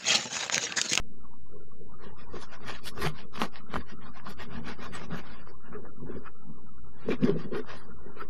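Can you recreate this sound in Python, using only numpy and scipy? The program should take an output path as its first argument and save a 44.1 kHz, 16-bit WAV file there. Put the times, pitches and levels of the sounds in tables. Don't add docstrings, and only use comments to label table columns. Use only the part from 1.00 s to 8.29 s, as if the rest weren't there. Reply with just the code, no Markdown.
import sys
import numpy as np
from scipy import signal
from scipy.fft import rfft, irfft, dct, next_fast_len
from scipy.io import wavfile
from scipy.ndimage import uniform_filter1d, map_coordinates

SR = 44100
rng = np.random.default_rng(int(sys.argv[2]) if len(sys.argv) > 2 else 0)


def file_out(sig):
    cols = np.atleast_2d(sig).T
    lim = np.clip(cols, -1, 1)
    pcm = np.round(lim * 32767).astype(np.int16)
    wavfile.write(sys.argv[1], SR, pcm)


def volts(x):
    e = np.asarray(x, float) / 20
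    return 10 ** e


N = 321489

# (pitch [Hz], width [Hz], level [dB])
BOARD_LOW = [(153.4, 11, -0.5), (195, 15, -3), (235.8, 25, -3.5)]
BOARD_HIGH = [(359.5, 25, 1), (410.4, 20, 4), (458.2, 64, -0.5), (580, 190, -11)]
BITING = (0.45, 2)


def unit(x, span=.09):
    width = round(span * SR)
    power = uniform_filter1d(uniform_filter1d(x ** 2, width), width)
    return x / np.sqrt(np.abs(power) + 1e-20)


def curves(rows):
    s, *cols = np.transpose(rows)
    index = np.arange(len(s))
    place = np.interp(np.arange(N) / SR, s, index)
    eased = place - 0.24 * np.sin(2 * np.pi * place) / (2 * np.pi)
    return [np.interp(eased, index, c) for c in cols]


def filtered(x, response):
    m = next_fast_len(N + SR // 2)
    return irfft(rfft(x, m) * response(np.fft.rfftfreq(m, 1 / SR)), m)[:N]


def colour(points):
    f, db = np.transpose(points)
    return lambda hz: volts(np.interp(np.log(hz + 1), np.log(f + 1), db))


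def modes(rows):
    def response(f):
        total = 0
        for k, (hz, wide, db) in enumerate(rows):
            total = total + (-1) ** k * volts(db) * 1j * f * wide / (hz * hz - f * f + 1j * f * wide)
        return total
    return response


def wobble(rate):
    coarse = np.arange(0, N + 32, 32)
    knots = rng.standard_normal(int(N * 200 / SR) + 4)
    return np.interp(np.arange(N), coarse, map_coordinates(knots, [coarse * min(rate, 199) / SR]))


def cracks(rate, spread_db, clump_db, bed):
    chance, size = rng.random(N), rng.exponential(size=N)
    sign, rub = rng.standard_normal(N), rng.standard_normal(N)
    breaks = (chance < rate / SR) * sign * volts(spread_db * size)
    return volts(clump_db * wobble(70)) * (breaks / breaks.std() + bed * rub)


def patchy(x, depth_db):
    z = signal.stft(x, nperseg=512)[2]
    field = uniform_filter1d(rng.standard_normal(z.shape), size=3, axis=0)
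    field = uniform_filter1d(field, size=7, axis=1)
    return signal.istft(z * volts(depth_db * field / field.std()), nperseg=512)[1][:N]


def efforts(groups, rest_db):
    t = np.arange(0, N + 64, 64) / SR
    power = volts(np.array(rest_db)[:, None]) ** 2
    edge_db = 18
    for rows, (rising, square) in groups:
        for s, length, force_db, *shares_db in rows:
            away = np.where(t < s, (s - t) / rising, (t - s) / (1 - rising)) / length
            layers_db = force_db + np.array([[0.0037, *shares_db]]).T
            power = power + volts(layers_db - edge_db * away ** square) ** 2
    return [np.interp(np.arange(N) / SR, t, layer) for layer in 10 * np.log10(power)]


def kitchen():
    # (pitch [Hz], level [dB])
    murmur = [(8.8, -15), (15, -1), (35, -16.5), (46, -13), (54, -57), (290, -28.5), (366, -52.5),
              (600, -99), (780, -113), (1320, -120)]
    return volts(-68.0) * unit(filtered(rng.standard_normal(N), colour(murmur)), span=1.0)


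def room_noise():
    # (time [s], level [dB])
    noise_curve = [(0, -98.5), (.17, -72), (.25, -56), (.29, -67.5), (.35, -58), (.41, -80), (.47, -66),
                   (.85, -64), (.95, -58), (4.5, -60), (5.4, -62.5), (5.8, -63), (6.0, -62.5), (6.9, -59),
                   (7.29, -61.5)]
    # (pitch [Hz], width [Hz], level [dB])
    noise_tones = [(845, 110, -3), (1110, 390, -1), (1400, 190, -1.5)]
    hiss = filtered(patchy(rng.standard_normal(N), depth_db=9.5), lambda f: modes(noise_tones)(f) ** 2)
    return volts(curves(noise_curve)[0]) * unit(hiss)


def slips():
    # (time [s], length [s], force [dB])
    slip_table = [
        (4.745, 0.067, -47),
        (5.268, 0.046, -43.5),
        (7.1, 0.14, -77),
        (7.2, 0.098, -49),
        (7.215, 0.032, -38.5),
    ]
    # (pitch [Hz], width [Hz], level [dB])
    tight_wrap = [(1290, 460, 4.5), (1695, 57, -13), (2450, 140, -8), (3267, 330, -20.5),
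                  (4830, 230, -16.5)]
    level_db, = efforts([(slip_table, BITING)], [-120])

    def film(f):
        return sum(volts(db) * modes([(hz, wide, 0)])(f) ** 2 for hz, wide, db in tight_wrap)
    return volts(level_db) * unit(filtered(rng.standard_normal(N), film))


def squeaks():
    # (time [s], peak level [dB], pitch [Hz])
    squeak_table = [(2.765, -61, 12400), (2.765, -64, 10100), (3.432, -61, 11350), (3.838, -62, 11300),
                    (3.955, -42, 8000), (4.178, -62, 11400), (5.18, -68, 4830), (6.1, -62, 11200),
                    (6.12, -61.5, 12000), (6.575, -60, 11100), (6.78, -59, 9700), (7.208, -61.5, 11350)]
    half_s = 0.014
    t, out = np.arange(N) / SR, np.zeros(N)
    for s, db, hz in squeak_table:
        near = slice(round((s - .05) * SR), round((s + .05) * SR))
        swell = np.exp(-((t[near] - s) / half_s) ** 2)
        out[near] += volts(db) * swell * np.sin(2 * np.pi * hz * t[near])
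    return out


def board():
    # (time [s], length [s], force [dB], blade
    # contact [dB], heave [dB])
    pushes = [(.02, 0.06, -56.5, -20, 4), (.57, 0.17, -53, 6, -13), (.82, 0.16, -65.5, 12, 0),
              (.97, 0.048, -55, -17, -12), (1.06, 0.15, -53.5, 7, -18), (1.36, 0.16, -48.5, 7, -8),
              (1.68, 0.31, -48.5, -1, -2.5), (1.89, 0.19, -52.5, -0.5, -3.5),
              (2.045, 0.17, -40, 5.5, 1), (2.25, 0.19, -52, -0.5, -15), (2.43, 0.13, -37, 0, -31),
              (2.77, 0.14, -36.5, -5, -17), (2.94, 0.057, -41.5, -9.5, -20),
              (3.07, 0.4, -49.5, -33, -2), (3.3, 0.11, -42, -3.5, -27), (3.4, 0.058, -52.5, 3, 5),
              (3.5, 0.23, -46, -5, -5), (3.59, 0.18, -40.5, -12.5, -2), (3.68, 0.23, -40.5, -7, -12),
              (3.9, 0.28, -46, -4.5, -2), (4.02, 0.16, -46, -2, -6), (4.14, 0.24, -41, -4.5, -7.5),
              (4.3, 0.49, -53, -5.5, -3.5),
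              (4.51, 0.033, -61, 13, 0.5), (4.769, 0.17, -47, -3.5, -9), (4.881, 0.18, -49, 0.5, -6),
                   (5.04, 0.098, -37.5, -7.5, -13), (5.1, 0.095, -49.5, 6.5, -26),
                   (5.158, 0.17, -40, 2.5, -14), (5.501, 0.12, -43.5, -17, -13),
                   (6.116, 0.11, -30.5, 0.5, -17), (6.246, 0.063, -23, -7, -30),
                   (6.29, 0.092, -31, 7.5, -27), (6.37, 0.33, -38, 1, -15), (6.459, 0.041, -36.5, -15, -18),
                   (6.56, .17, -39, 6.5, -12), (6.74, 0.19, -52, 3, 3), (6.901, 0.33, -53.5, -3.5, -3),
                   (7.078, 0.14, -50.5, 4.5, -11), (7.22, 0.11, -67, 26.5, -5.5)]
    # (pitch [Hz], width [Hz], level [dB])
    counter_tones = [(64, 29, -3), (31, 5, -12), (114.9, 33, -6)]
    pressing = (0.59, 1.3)
    idle_db = (-58.5, -62, -57)
    levels = efforts([(pushes, pressing)], idle_db)
    low_db, high_db, counter_db = [db + 3 * wobble(8.2) * (db < -52) for db in levels]

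    def ring(rows, jolts):
        def body(f):
            return modes(rows)(f) * f ** 6 / (f ** 6 + 135 ** 6) / (1 + (f / 570) ** 6)
        return unit(filtered(jolts, body))
    low = ring(BOARD_LOW, cracks(90, spread_db=3.0, clump_db=0.0, bed=0.61))
    high = ring(BOARD_HIGH, cracks(120, spread_db=1.9, clump_db=2.5, bed=0.66))
    counter = unit(filtered(rng.standard_normal(N), lambda f: modes(counter_tones)(f) ** 2), span=0.66)
    return volts(low_db + 0.7) * low + volts(high_db - 1.5) * high + volts(counter_db + 0.37) * counter


def landings():
    # (time [s], peak level [dB], pitch [Hz], time to fall 60 dB [s])
    landing_table = [(2.059, -20, 153, 0.17), (2.415, -15.5, 234, 0.069), (2.416, -36, 540, 0.09),
                     (2.765, -28.5, 67.4, 0.2), (4.12, -29, 171, 0.2), (4.747, -28, 422.5, 0.12),
                     (5.032, -32, 245, 0.063), (5.148, -31.5, 243.5, 0.19), (6.086, -13.5, 441, 0.05),
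                     (6.122, -14, 251, 0.07), (6.233, -13.5, 248, 0.11), (6.273, -15, 395.3, 0.16),
                     (6.313, -23, 160, 0.19), (6.531, -20.5, 404, 0.035), (6.562, -22.5, 423, 0.11),
                     (6.525, -26, 248, 0.11), (6.585, -29, 250, 0.13), (6.543, -26.5, 470, 0.074),
                     (6.59, -24.5, 423, 0.09), (6.293, -15, 334, 0.042)]
    out, t = np.zeros(N + SR), np.arange(SR // 3) / SR
    for s, db, hz, t60 in landing_table:
        swell = 1 - np.exp(-t / 0.0056)
        out[round(s * SR):][:len(t)] += volts(db - 60 * t / t60) * swell * np.sin(2 * np.pi * hz * t)
    return out[:N]


def ticks():
    # (time [s], peak level [dB], pitch [Hz])
    tick_table = [(1.3898, -39.7, 3710), (1.4167, -30, 3400), (1.4269, -28.5, 4470), (1.682, -27.5, 3340),
                  (1.689, -29.5, 3880), (1.7057, -21.5, 3190), (1.7502, -32.5, 3130), (1.7553, -35, 2540),
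                  (1.7682, -37.5, 3040), (1.8597, -29.5, 4050), (1.8696, -24.5, 3800),
                  (1.8767, -20.5, 4300), (1.8802, -29, 4300), (1.8874, -36.8, 4700), (1.9802, -41, 3580),
                  (2.0205, -27.5, 2900), (2.025, -24, 3440), (2.0727, -18, 2390), (2.0763, -35, 2270),
                  (2.0867, -34, 3120), (2.2062, -32.5, 2480), (2.2161, -36.5, 3430), (2.3555, -39.5, 2750),
                  (2.3612, -33.5, 3010), (2.378, -26, 2450), (2.3984, -22.5, 3260), (2.4169, -8.5, 3130),
                  (2.4264, -31, 3080), (2.4362, -34, 2970), (2.5588, -50, 2110), (2.7414, -24, 2070),
                  (2.759, -30, 2180), (2.7657, -25.5, 1860), (2.903, -44, 2870), (3.199, -35.5, 1800),
                  (3.3081, -56, 4750), (3.3974, -38, 2630), (3.4265, -32.5, 2760), (3.4366, -33, 2780),
                  (3.6765, -35.0, 2550), (3.69, -32.5, 2100), (3.7038, -36.1, 2360), (3.7193, -36.5, 2260),
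                  (3.8655, -37, 2060), (3.9585, -39, 2180), (3.978, -31.5, 2410), (4.1702, -37.6, 3200),
                  (4.2012, -35, 2160), (4.4898, -42.5, 2180), (6.0861, -37.5, 1880), (6.1023, -42, 2040),
                  (6.1058, -29.5, 2240), (6.1253, -29, 1870), (6.2324, -33, 2800), (6.2374, -24, 2700),
                  (6.2496, -44.5, 2250), (6.2765, -39, 4250), (6.2967, -26.5, 3410), (6.401, -42, 3400),
                  (6.5482, -31.5, 2050)]
    out, t = np.zeros(N + SR), np.arange(SR // 200) / SR
    for s, db, hz in tick_table:
        grit = 0.4 * rng.standard_normal(len(t))
        fade = volts(db + 3.5 - 60 * t * hz / 6.7)
        out[round(s * SR):][:len(t)] += fade * (np.sin(2 * np.pi * hz * t) + grit)
    return out[:N]


def snaps():
    # (time [s], peak level [dB], pitch [Hz], knock [dB], spit [dB])
    snap_table = [(0.922, -42, 920, -22, -52), (1.187, -59, 1000, -8, -3), (1.367, -30, 1200, 13, -35),
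                  (1.525, -44, 1280, -23, -30), (1.605, -37, 1180, -1, -40), (1.687, -32, 1310, -33, 2.5),
                  (1.869, -29.5, 3040, -22, -17.5), (1.979, -37, 854, -22, -12),
                  (2.038, -27.5, 1960, -8, -20), (2.07, -23.5, 880, -22, -12),
                  (2.357, -31.5, 1150, -19, -28), (2.375, -25.5, 1135, -9, -21),
                  (2.394, -32.5, 1060, 2, -5.5), (2.4173, -12.5, 994, -20, -12),
                  (2.422, -17.5, 1020, -19, -18.5), (2.558, -34, 1800, -19, -7), (2.737, -45, 876, 2, -18),
                  (2.741, -21, 1290, -4, -10.5), (2.758, -17, 1230, -8, -15),
                  (2.763, -17.5, 1230, -5, -19),
                  (3.023, -42.5, 1170, -10, -6), (3.064, -36, 1110, -2, -21), (3.271, -39, 1200, -13, -20),
                  (3.674, -30.5, 1340, 10, -26), (3.704, -29, 1360, -25, -15.5),
                  (3.785, -43, 1040, 24, -10), (3.931, -37, 1400, -9, -30), (3.953, -35, 1230, 7, -1),
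                  (4.474, -33.5, 1220, -17, -28), (4.729, -34, 1207, 13.5, -38), (4.852, -37, 1145, 3, -62),
                  (6.087, -28.5, 1050, 26.5, -30), (6.12, -24, 1700, 10, -17), (6.218, -40, 1100, 15, -4),
                  (6.646, -36, 1060, -19, -23)]
    out, knocks, t = np.zeros(N + SR), np.zeros(N), np.arange(SR // 40) / SR
    for s, db, hz, knock_db, spit_db in snap_table:
        ring = np.sin(2 * np.pi * hz * t) * volts(-60 * t / 0.0062) * (1 - np.exp(-t / 0.000082))
        grit = np.diff(uniform_filter1d(rng.standard_normal(len(t) + 1), size=7))
        spit = volts(spit_db + 22.5) * grit * volts(-60 * t / 0.0018)
        out[round(s * SR):][:len(t)] += volts(db + 3.5) * (ring + spit)
        knocks[round(s * SR)] = volts(db + knock_db + 21.5)

    def cushioned(f):
        return modes(BOARD_LOW + BOARD_HIGH)(f) / (1 + 1j * f / 900) ** 2
    return out[:N] + filtered(knocks, cushioned)


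def sandwich():
    # (time of most force [s], length [s], force [dB], crispness [dB], tearing [dB])
    crust_strokes = [(1.045, 0.14, -51.5, -7.5, -10), (1.085, 0.13, -53, -8.5, -14),
                     (1.22, 0.11, -49.5, -6.5, -12), (1.37, 0.14, -44.5, -10, -12),
                     (1.43, 0.078, -44.5, -12, -4), (1.54, 0.097, -42.5, -9.5, -15),
                     (1.695, 0.12, -37.5, -5.5, -11), (1.75, 0.12, -43.5, -3.5, -10.5),
                     (1.875, 0.073, -43.5, 1, 5.5), (1.99, 0.1, -40.5, -17, -13),
                     (2.027, 0.051, -35.5, -1, -3), (2.058, 0.1, -29.5, -7, -11.5),
                     (2.195, .13, -49, -1.5, -8.5), (2.36, 0.063, -44.5, -5, -6.5),
                     (2.43, 0.095, -31, -8.5, -10.5), (2.57, 0.1, -47, -4, -11),
                     (2.755, 0.11, -39, -5.5, -19), (2.81, 0.045, -48.5, -2.5, -12),
                     (2.905, 0.08, -48, -2.5, -7.5)]
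    filling_strokes = [(3.03, 0.074, -54, -1.5, -17), (3.07, 0.066, -47, -14, -16),
                       (3.175, 0.092, -46, -11.5, -14.5), (3.275, 0.083, -41, -14.5, -18),
                       (3.31, 0.053, -45, -6.5, -4.5), (3.418, 0.088, -41.5, -4.5, -15),
                       (3.55, 0.14, -42.5, -10, -23.5), (3.691, 0.11, -39, -6, -13.5),
                       (3.835, 0.13, -39.5, -10, -18), (3.96, 0.097, -40.5, -3.5, -12.5),
                       (4.03, 0.072, -41.5, -10.5, -15), (4.145, 0.12, -39, -11.5, -22.5),
                       (4.19, 0.066, -42.5, -8.5, -14.5), (4.28, 0.16, -47.5, -8.5, -13),
                       (4.37, 0.18, -51, -7, -14.5), (4.49, 0.069, -51.5, -10, -6.5)]
    last_strokes = [(4.67, 0.091, -50.5, -17.5, -31), (4.75, 0.13, -51.5, -23.5, -30),
                    (4.859, 0.058, -50.5, -22, -25), (5.121, 0.19, -51, -13, -32),
                    (5.261, 0.074, -49, -15, -28.5), (6.041, 0.29, -54.5, -8, -11),
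                    (6.118, 0.085, -37, -3.5, -20), (6.266, 0.15, -38, -11, -16),
                    (6.411, 0.16, -47, -7.5, -13), (6.564, 0.092, -37.5, -7, -21.5),
                    (6.713, 0.13, -40.5, -9.5, -17.5), (6.76, 0.11, -56.5, -1, -1),
                    (6.813, 0.24, -54, -9.5, -15), (7.101, 0.36, -56, -10.5, -23.5),
                    (7.198, 0.15, -57.5, 0.5, -12.5)]
    # (pitch [Hz], width [Hz], level [dB])
    bread = [(1040, 30, -2), (1230, 138.7, 2), (1425, 69.6, 0), (1700, 120, 0), (728, 600, -2.5)]
    # (pitch [Hz], width [Hz], level over the crust [dB])
    blade = [(1869, 72, 7.5), (2117, 45, 6), (2380, 39, -6), (2817, 45, -3.5), (3340, 36, 1.5),
             (4240, 18, -9.5), (4680, 52, 4), (4970, 23, -6.5)]
    # (pitch [Hz], level per Hz [dB])
    crust_colour = [(880, -43), (1500, -7), (1890, -3.5), (2040, -8), (2330, -3.5), (2650, -3.5),
                    (3290, -6), (5440, -11), (8000, -23.5), (10400, -52), (17600, -120)]
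    film_colour = [(4710, -33.5), (8000, -24), (8370, -2), (10500, 0), (12700, -4), (14500, -20)]
    sawing = (0.56, 1.35)
    rest_db = (-73.5, -77.5, -86.5)
    strokes = [(crust_strokes, sawing), (filling_strokes + last_strokes, BITING)]
    crumb_db, crust_db, splinter_db = efforts(strokes, rest_db)
    film_db = splinter_db - 13.5

    shared = cracks(900, spread_db=1.0, clump_db=0.5, bed=1.0)
    crumb = 1.1 * shared + cracks(400, spread_db=-0.5, clump_db=-2.0, bed=0.9)
    crumb = filtered(patchy(crumb, depth_db=3), modes(bread))
    breaks = 1.6 * shared + cracks(1200, spread_db=2.5, clump_db=4.0, bed=0.7)
    breaks = patchy(breaks, depth_db=4.0)
    breaks = filtered(breaks, lambda f: 1 + sum(modes([mode])(f) for mode in blade))

    def high(f):
        return f ** 8 / (f ** 8 + 4110.0 ** 8)
    crust = filtered(breaks, lambda f: colour(crust_colour)(f) * (1 - high(f)))
    splinters = filtered(breaks, lambda f: colour(crust_colour)(f) * high(f))
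    film = patchy(cracks(2700, spread_db=-4.5, clump_db=3.0, bed=0.81), depth_db=3.0)
    film = volts(1.1 * film_db + 11.5) * unit(filtered(film, colour(film_colour)))
    brittle = volts(crust_db - 0.37) * unit(crust) + volts(0.91 * splinter_db - 7.5) * unit(splinters)
    biting = volts(np.minimum(0, 0.53 * (crumb_db + 57)))
    return volts(crumb_db - 2.5) * unit(crumb) + biting * (brittle + film)


def scene():
    breaks = filtered(snaps() + ticks(), lambda f: 1 / (1 + 1j * f / 6000) ** 3)
    faint = room_noise() + slips() + squeaks()
    return (kitchen() + faint + board() + landings() + breaks + sandwich())[None]


def camera(x):
    hop, step, start = 1024, volts(-14.5), 862
    window = np.sin(np.pi * (np.arange(2 * hop) + .5) / (2 * hop))
    count = N * 160 // 147
    fast = np.pad(signal.resample(x, count), (2 * hop - start, 3 * hop))
    frames = np.lib.stride_tricks.sliding_window_view(fast, 2 * hop)[::hop] * window
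    a, b, c, d = np.split(frames, 4, axis=1)
    lines = dct(np.hstack([-c[:, ::-1] - d, a - b[:, ::-1]]), type=4) / (2 * step)
    steps = np.floor(np.abs(lines) ** (3 / 4) + 0.36)
    rounded = np.sign(lines) * steps ** (4 / 3) * step / hop
    late, early = np.split(dct(rounded, type=4), 2, axis=1)
    frames = np.hstack([early, -early[:, ::-1], -late[:, ::-1], -late]) * window
    joined = (frames[1:, :hop] + frames[:-1, hop:]).ravel()[hop - start:]
    return signal.resample(joined[:count], N)


def roll_off(x):
    return signal.sosfilt(signal.butter(12, 14850, fs=SR, output="sos"), x)


def record(dry):
    hz, wide, lost = 8200, 1100, .45
    heard = filtered(dry[0], lambda f: 1 - lost * modes([(hz, wide, 0)])(f))
    offset = -.0596
    return roll_off(camera(heard)[None] + offset)


dry = scene()
out = record(dry)
file_out(out)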